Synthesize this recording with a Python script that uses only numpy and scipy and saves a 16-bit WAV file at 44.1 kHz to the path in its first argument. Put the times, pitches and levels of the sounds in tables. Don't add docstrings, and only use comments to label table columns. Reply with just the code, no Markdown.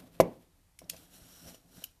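import sys
import numpy as np
from scipy import signal
from scipy.fft import rfft, irfft, next_fast_len
from scipy.io import wavfile
from scipy.ndimage import uniform_filter1d, map_coordinates

SR = 44100
rng = np.random.default_rng(int(sys.argv[2]) if len(sys.argv) > 2 else 0)


def store_wav(level_fs):
    pcm = np.round(np.clip(np.atleast_2d(level_fs), -1, 1) * 32767)
    wavfile.write(sys.argv[1], SR, pcm.T.astype(np.int16))


N = 88200
T = np.arange(N) / SR
FLUTTER_DB = 0.7


def amp(db):
    return 10 ** (np.asarray(db) / 20)


def unit(x):
    return x / np.sqrt(np.mean(x ** 2) + 1e-20)


def along(points, hz):
    point_hz, value = np.transpose(points)
    return np.interp(np.log(hz + 1), np.log(point_hz + 1), value)


def level(rows):
    return amp(np.interp(T, *np.transpose(rows)))


def wobble(rate):
    return map_coordinates(rng.standard_normal(N // 8), [T * rate], mode="wrap")


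def filtered(x, response):
    size = next_fast_len(N + SR // 2)
    hz = np.fft.rfftfreq(size, 1 / SR)
    return irfft(rfft(x, size) * response(hz), size)[:N]


def coloured(x, spectrum, peaks=()):
    def response(hz):
        peak_db = sum(db / (1 + ((hz - centre) / width) ** 2) for centre, width, db in peaks)
        return amp(along(spectrum, hz) + peak_db)
    return unit(filtered(x, response))


def noise(spectrum, peaks=()):
    return coloured(rng.standard_normal(N), spectrum, peaks)


def crumbs():
    per_s, spread_db = 2000, 7.5
    max_db = 10
    hits = (rng.random(N) < per_s / SR) * rng.choice([-1, 1], N)
    size_db = np.minimum(spread_db * rng.standard_normal(N), max_db)
    return unit(hits * amp(size_db))


def patchy(x):
    patch_db = 1.4
    grid = signal.stft(x, nperseg=256)[2]
    field = uniform_filter1d(rng.standard_normal(grid.shape), size=4, axis=0)
    field = uniform_filter1d(field, size=12, axis=1)
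    return signal.istft(grid * amp(patch_db * unit(field)), nperseg=256)[1][:N]


def room(x, wet_db):
    # pitch_hz, fade_s
    room_fade = [(100, 0.53), (500, 0.36), (1500, 0.23), (5000, .17), (13000, 0.06)]
    # pitch_hz, level_db
    room_colour = [(60, -7.5), (110, -5), (200, 5.5), (400, 2), (600, -7.5), (900, -2), (2500, -1),
                   (13000, 2)]
    delay_s = .005
    hz, t, grid = signal.stft(rng.standard_normal(SR // 2), SR, nperseg=256)
    fade = amp(-60 * t / along(room_fade, hz)[:, None])
    tail = signal.istft(grid * fade, SR, nperseg=256)[1]
    tail = np.pad(tail / np.linalg.norm(tail), (int(delay_s * SR), 0))
    echoes = signal.fftconvolve(x, tail)[:N]
    return x + amp(wet_db) * filtered(echoes, lambda f: amp(along(room_colour, f)))


def knocks():
    # start_s, level_db, crunch_db (gritty crunch relative to the level)
    knock_list = [(.0703, -55, -9.5), (0.2012, -4.5, -22), (0.8178, -45, -30), (0.934, -49.5, -3),
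                  (0.9446, -45.5, -21.5), (1.483, -50, -7.5), (1.5445, -49, -9.5), (1.822, -50.5, -9)]
    # pitch_hz, level_db, fade_s (time to fall by 60 dB)
    table_modes = [(46.37, -28.5, .16), (120.4, -35, 0.33), (171.5, -19, .22), (262, -19.5, .06),
                   (289, -25, 0.16), (379.3, -14.5, 0.083), (535, -5, 0.058), (647, -0.5, 0.035),
                   (796, -21, 0.064), (1008, -11.5, .028), (1660, -28, .03), (2054, -28.5, 0.055),
                   (2242, -23, .045), (2580, -33.5, .04)]
    # pitch_hz, level_db
    boom_colour = [(30, -14), (95, -20), (130, -7), (195, 3), (300, -1), (420, 2.5), (560, -1), (750, -4.5),
                   (1100, -12.5), (1300, -25), (2300, -26), (3500, -36), (7000, -49.5)]
    # pitch_hz, level_db
    crunch_colour = [(200, -18), (900, -0.5), (2200, 4.5), (4200, -3), (5500, 2.5), (8000, -3), (11500, 1),
                     (14000, 2)]
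    push_db, push_s = -2, .0004
    boom_db, boom_fade_s, boom_rise_s = -23, .29, .005
    crunch_hold_s, crunch_fade_s = 0.007, .032
    wood, boom, grit = np.zeros((3, N))
    for start, db, crunch_db in knock_list:
        t = np.maximum(T - start, 0)
        ring = sum(amp(mode_db - 60 * t / fade_s) * np.sin(2 * np.pi * hz * t)
                   for hz, mode_db, fade_s in table_modes)
        u = t / push_s
        push = amp(push_db) * u * np.exp(1 - u)
        wood += amp(db) * (ring - push)
        boom_shape = amp(db + boom_db - 60 * t / boom_fade_s) * (1 - np.exp(-t / boom_rise_s))
        boom += boom_shape * noise(boom_colour)
        fade = amp(-60 * np.maximum(t - crunch_hold_s, 0) / crunch_fade_s)
        crunch = coloured(crumbs() + rng.standard_normal(N), crunch_colour)
        grit += amp(db + crunch_db) * (T > start) * fade * crunch
    return room(wood, wet_db=-20) + boom + room(grit, wet_db=-22.5)


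def rasp():
    # time_s, level_db
    rasp_level = [(0, -100), (.785, -94), (.81, -72), (.885, -76), (.92, -65), (.98, -57.5), (1.05, -62),
                  (1.085, -68), (1.15, -55), (1.195, -60.5), (1.28, -58.5), (1.44, -57), (1.49, -51),
                  (1.528, -60), (1.548, -57), (1.586, -69), (1.665, -74.5), (1.77, -57), (1.835, -59.5),
                  (1.88, -66.5), (2, -83)]
    # pitch_hz, level_db
    soap_colour = [(300, -23), (700, -1.5), (1000, -6), (1450, 1), (2100, -7), (3300, -5), (5000, -3.5),
                   (6400, -6), (8400, -1.5), (9500, -3), (12000, 0), (14000, -2.5)]
    # pitch_hz, width_hz, level_db
    blade_peaks = [(2960, 340, 6), (3856, 100, 5), (4185, 140, 5.5), (6920, 120, 6), (8225, 300, 1),
                   (11850, 350, 1)]
    # time_s, level_db
    sing_level = [(.9, -16.5), (1.12, -13), (1.25, -9.5), (1.38, -6), (1.48, -7.5), (1.58, -7.5),
                  (1.64, -14), (1.76, -8.5), (1.85, -11)]
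    sing_hz, sing_width_hz, sing_flutter_db = 5680, 330, 1
    crumb_db = -4.5
    friction = patchy(rng.standard_normal(N) + amp(crumb_db) * crumbs())
    sing = unit(filtered(rng.standard_normal(N), lambda f: 1 / (1 + ((f - sing_hz) / sing_width_hz) ** 4)))
    sing = sing * level(sing_level) * amp(sing_flutter_db * wobble(80))
    stroke = level(rasp_level) * amp(FLUTTER_DB * wobble(110))
    return stroke * (coloured(friction, soap_colour, blade_peaks) + sing)


def clicks():
    # start_s, level_db, rise_s, fade_s (time to fall by 60 dB), low_ring_hz, low_ring_db,
    # high_ring_hz, high_ring_width_hz, high_ring_db
    click_list = [(0.7903, -40.5, 0.00052, 0.023, 2180, -6.5, 5700, 300, 3.5),
                  (0.8063, -61, 0.0043, .04, 3370, -12, 5660, 250, 24),
                  (.819, -63, .002, 0.022, 5800, -6, 12000, 600, 6),
                  (0.8428, -61, .001, .03, 3800, -2, 5580, 400, 20),
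                  (0.899, -24, .0013, 0.016, 2750, -13, 7230, 594, 4),
                  (0.967, -48.5, .002, 0.021, 6040, -3, 11500, 600, -4),
                  (1.546, -53, .001, 0.021, 2960, 4, 5660, 400, 5),
                  (1.8409, -32, 0.00092, .022, 2970, -0.5, 12600, 895, 11)]
    # pitch_hz, level_db
    click_colour = [(200, -29.5), (1000, -35), (1500, -7.5), (2000, -17), (2500, 0), (3100, -0.5),
                    (3600, -7.5), (4200, -1.5), (6000, -1.5), (8200, -5.5), (9700, 0.5), (11500, -5),
                    (13500, -1.5)]
    low_fade_s = 0.011
    snaps, rings = np.zeros((2, N))
    for start, db, rise_s, fade_s, low_hz, low_db, high_hz, width_hz, high_db in click_list:
        t = np.maximum(T - start, 0)
        swell = amp(db) * np.exp(np.minimum(T - start, 0) / rise_s)
        snaps += swell * amp(-60 * t / fade_s) * noise(click_colour, [(high_hz, width_hz, high_db)])
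        low_ring = np.sin(2 * np.pi * low_hz * (T - start))
        rings += swell * amp(low_db - 60 * t / low_fade_s) * low_ring
    return room(snaps, wet_db=-13.5) + room(rings, wet_db=-15.5)


def handling():
    # time_s, level_db
    finger_level = [(0, -52), (.015, -66), (.075, -68), (.11, -74), (.15, -61.5), (.185, -67.5), (.27, -68),
                    (.36, -70), (.39, -74.5), (.42, -67.5), (.48, -82), (.6, -83), (.78, -94), (2, -100)]
    # pitch_hz, level_db
    skin_colour = [(200, -10.5), (900, 4), (2200, 3), (3500, 3), (7000, -4.5), (13000, 0.5)]
    # time_s, level_db
    rumble_level = [(0, -54), (.06, -60), (.11, -63.5), (.15, -63), (.185, -59.5), (.25, -64.5), (.5, -75),
                    (.79, -80), (.83, -54.5), (.885, -64), (.945, -59), (1.04, -61), (1.08, -67.5),
                    (1.15, -61), (1.4, -65), (1.49, -52), (1.585, -71.5), (1.67, -68), (1.76, -64),
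                    (1.782, -55.5), (1.81, -66.5), (1.87, -73.5), (2, -79.5)]
    # pitch_hz, level_db
    rub_colour = [(30, -11), (90, -6.5), (120, 0), (145, -6.5), (170, 8), (210, -8.5), (262, 2),
                  (330, -6.5), (450, -9.5), (680, -8.5), (900, -19.5), (1500, -25), (4000, -42)]
    rub_flutter_db = 1.36
    press_s, press_db, press_hz, press_width_s = 1.226, -53.5, 56.2, 0.011
    brush = level(finger_level) * amp(FLUTTER_DB * wobble(100))
    brush = brush * coloured(rng.standard_normal(N) + crumbs(), skin_colour)
    rub = level(rumble_level) * amp(rub_flutter_db * wobble(45)) * noise(rub_colour)
    t = T - press_s
    thud = amp(press_db) * np.exp(-(t / press_width_s) ** 2) * np.sin(2 * np.pi * press_hz * t)
    return brush + rub + thud


def room_tone():
    # pitch_hz, level_db
    floor_colour = [(15, -38), (25, -2), (80, -2), (213, -22), (278, -20.5), (569, -33.5), (824, -21.5),
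                    (1510, -31.5), (1820, -28), (2780, -31), (14000, -31.5)]
    floor_db = -67.5
    return amp(floor_db) * noise(floor_colour)


def scene():
    return (knocks() + rasp() + clicks() + handling() + room_tone())[None]


def record(dry):
    top_hz = 13950
    return filtered(dry[0], lambda hz: 1 / np.sqrt(1 + (hz / top_hz) ** 360))[None]


dry = scene()
out = record(dry)
store_wav(out)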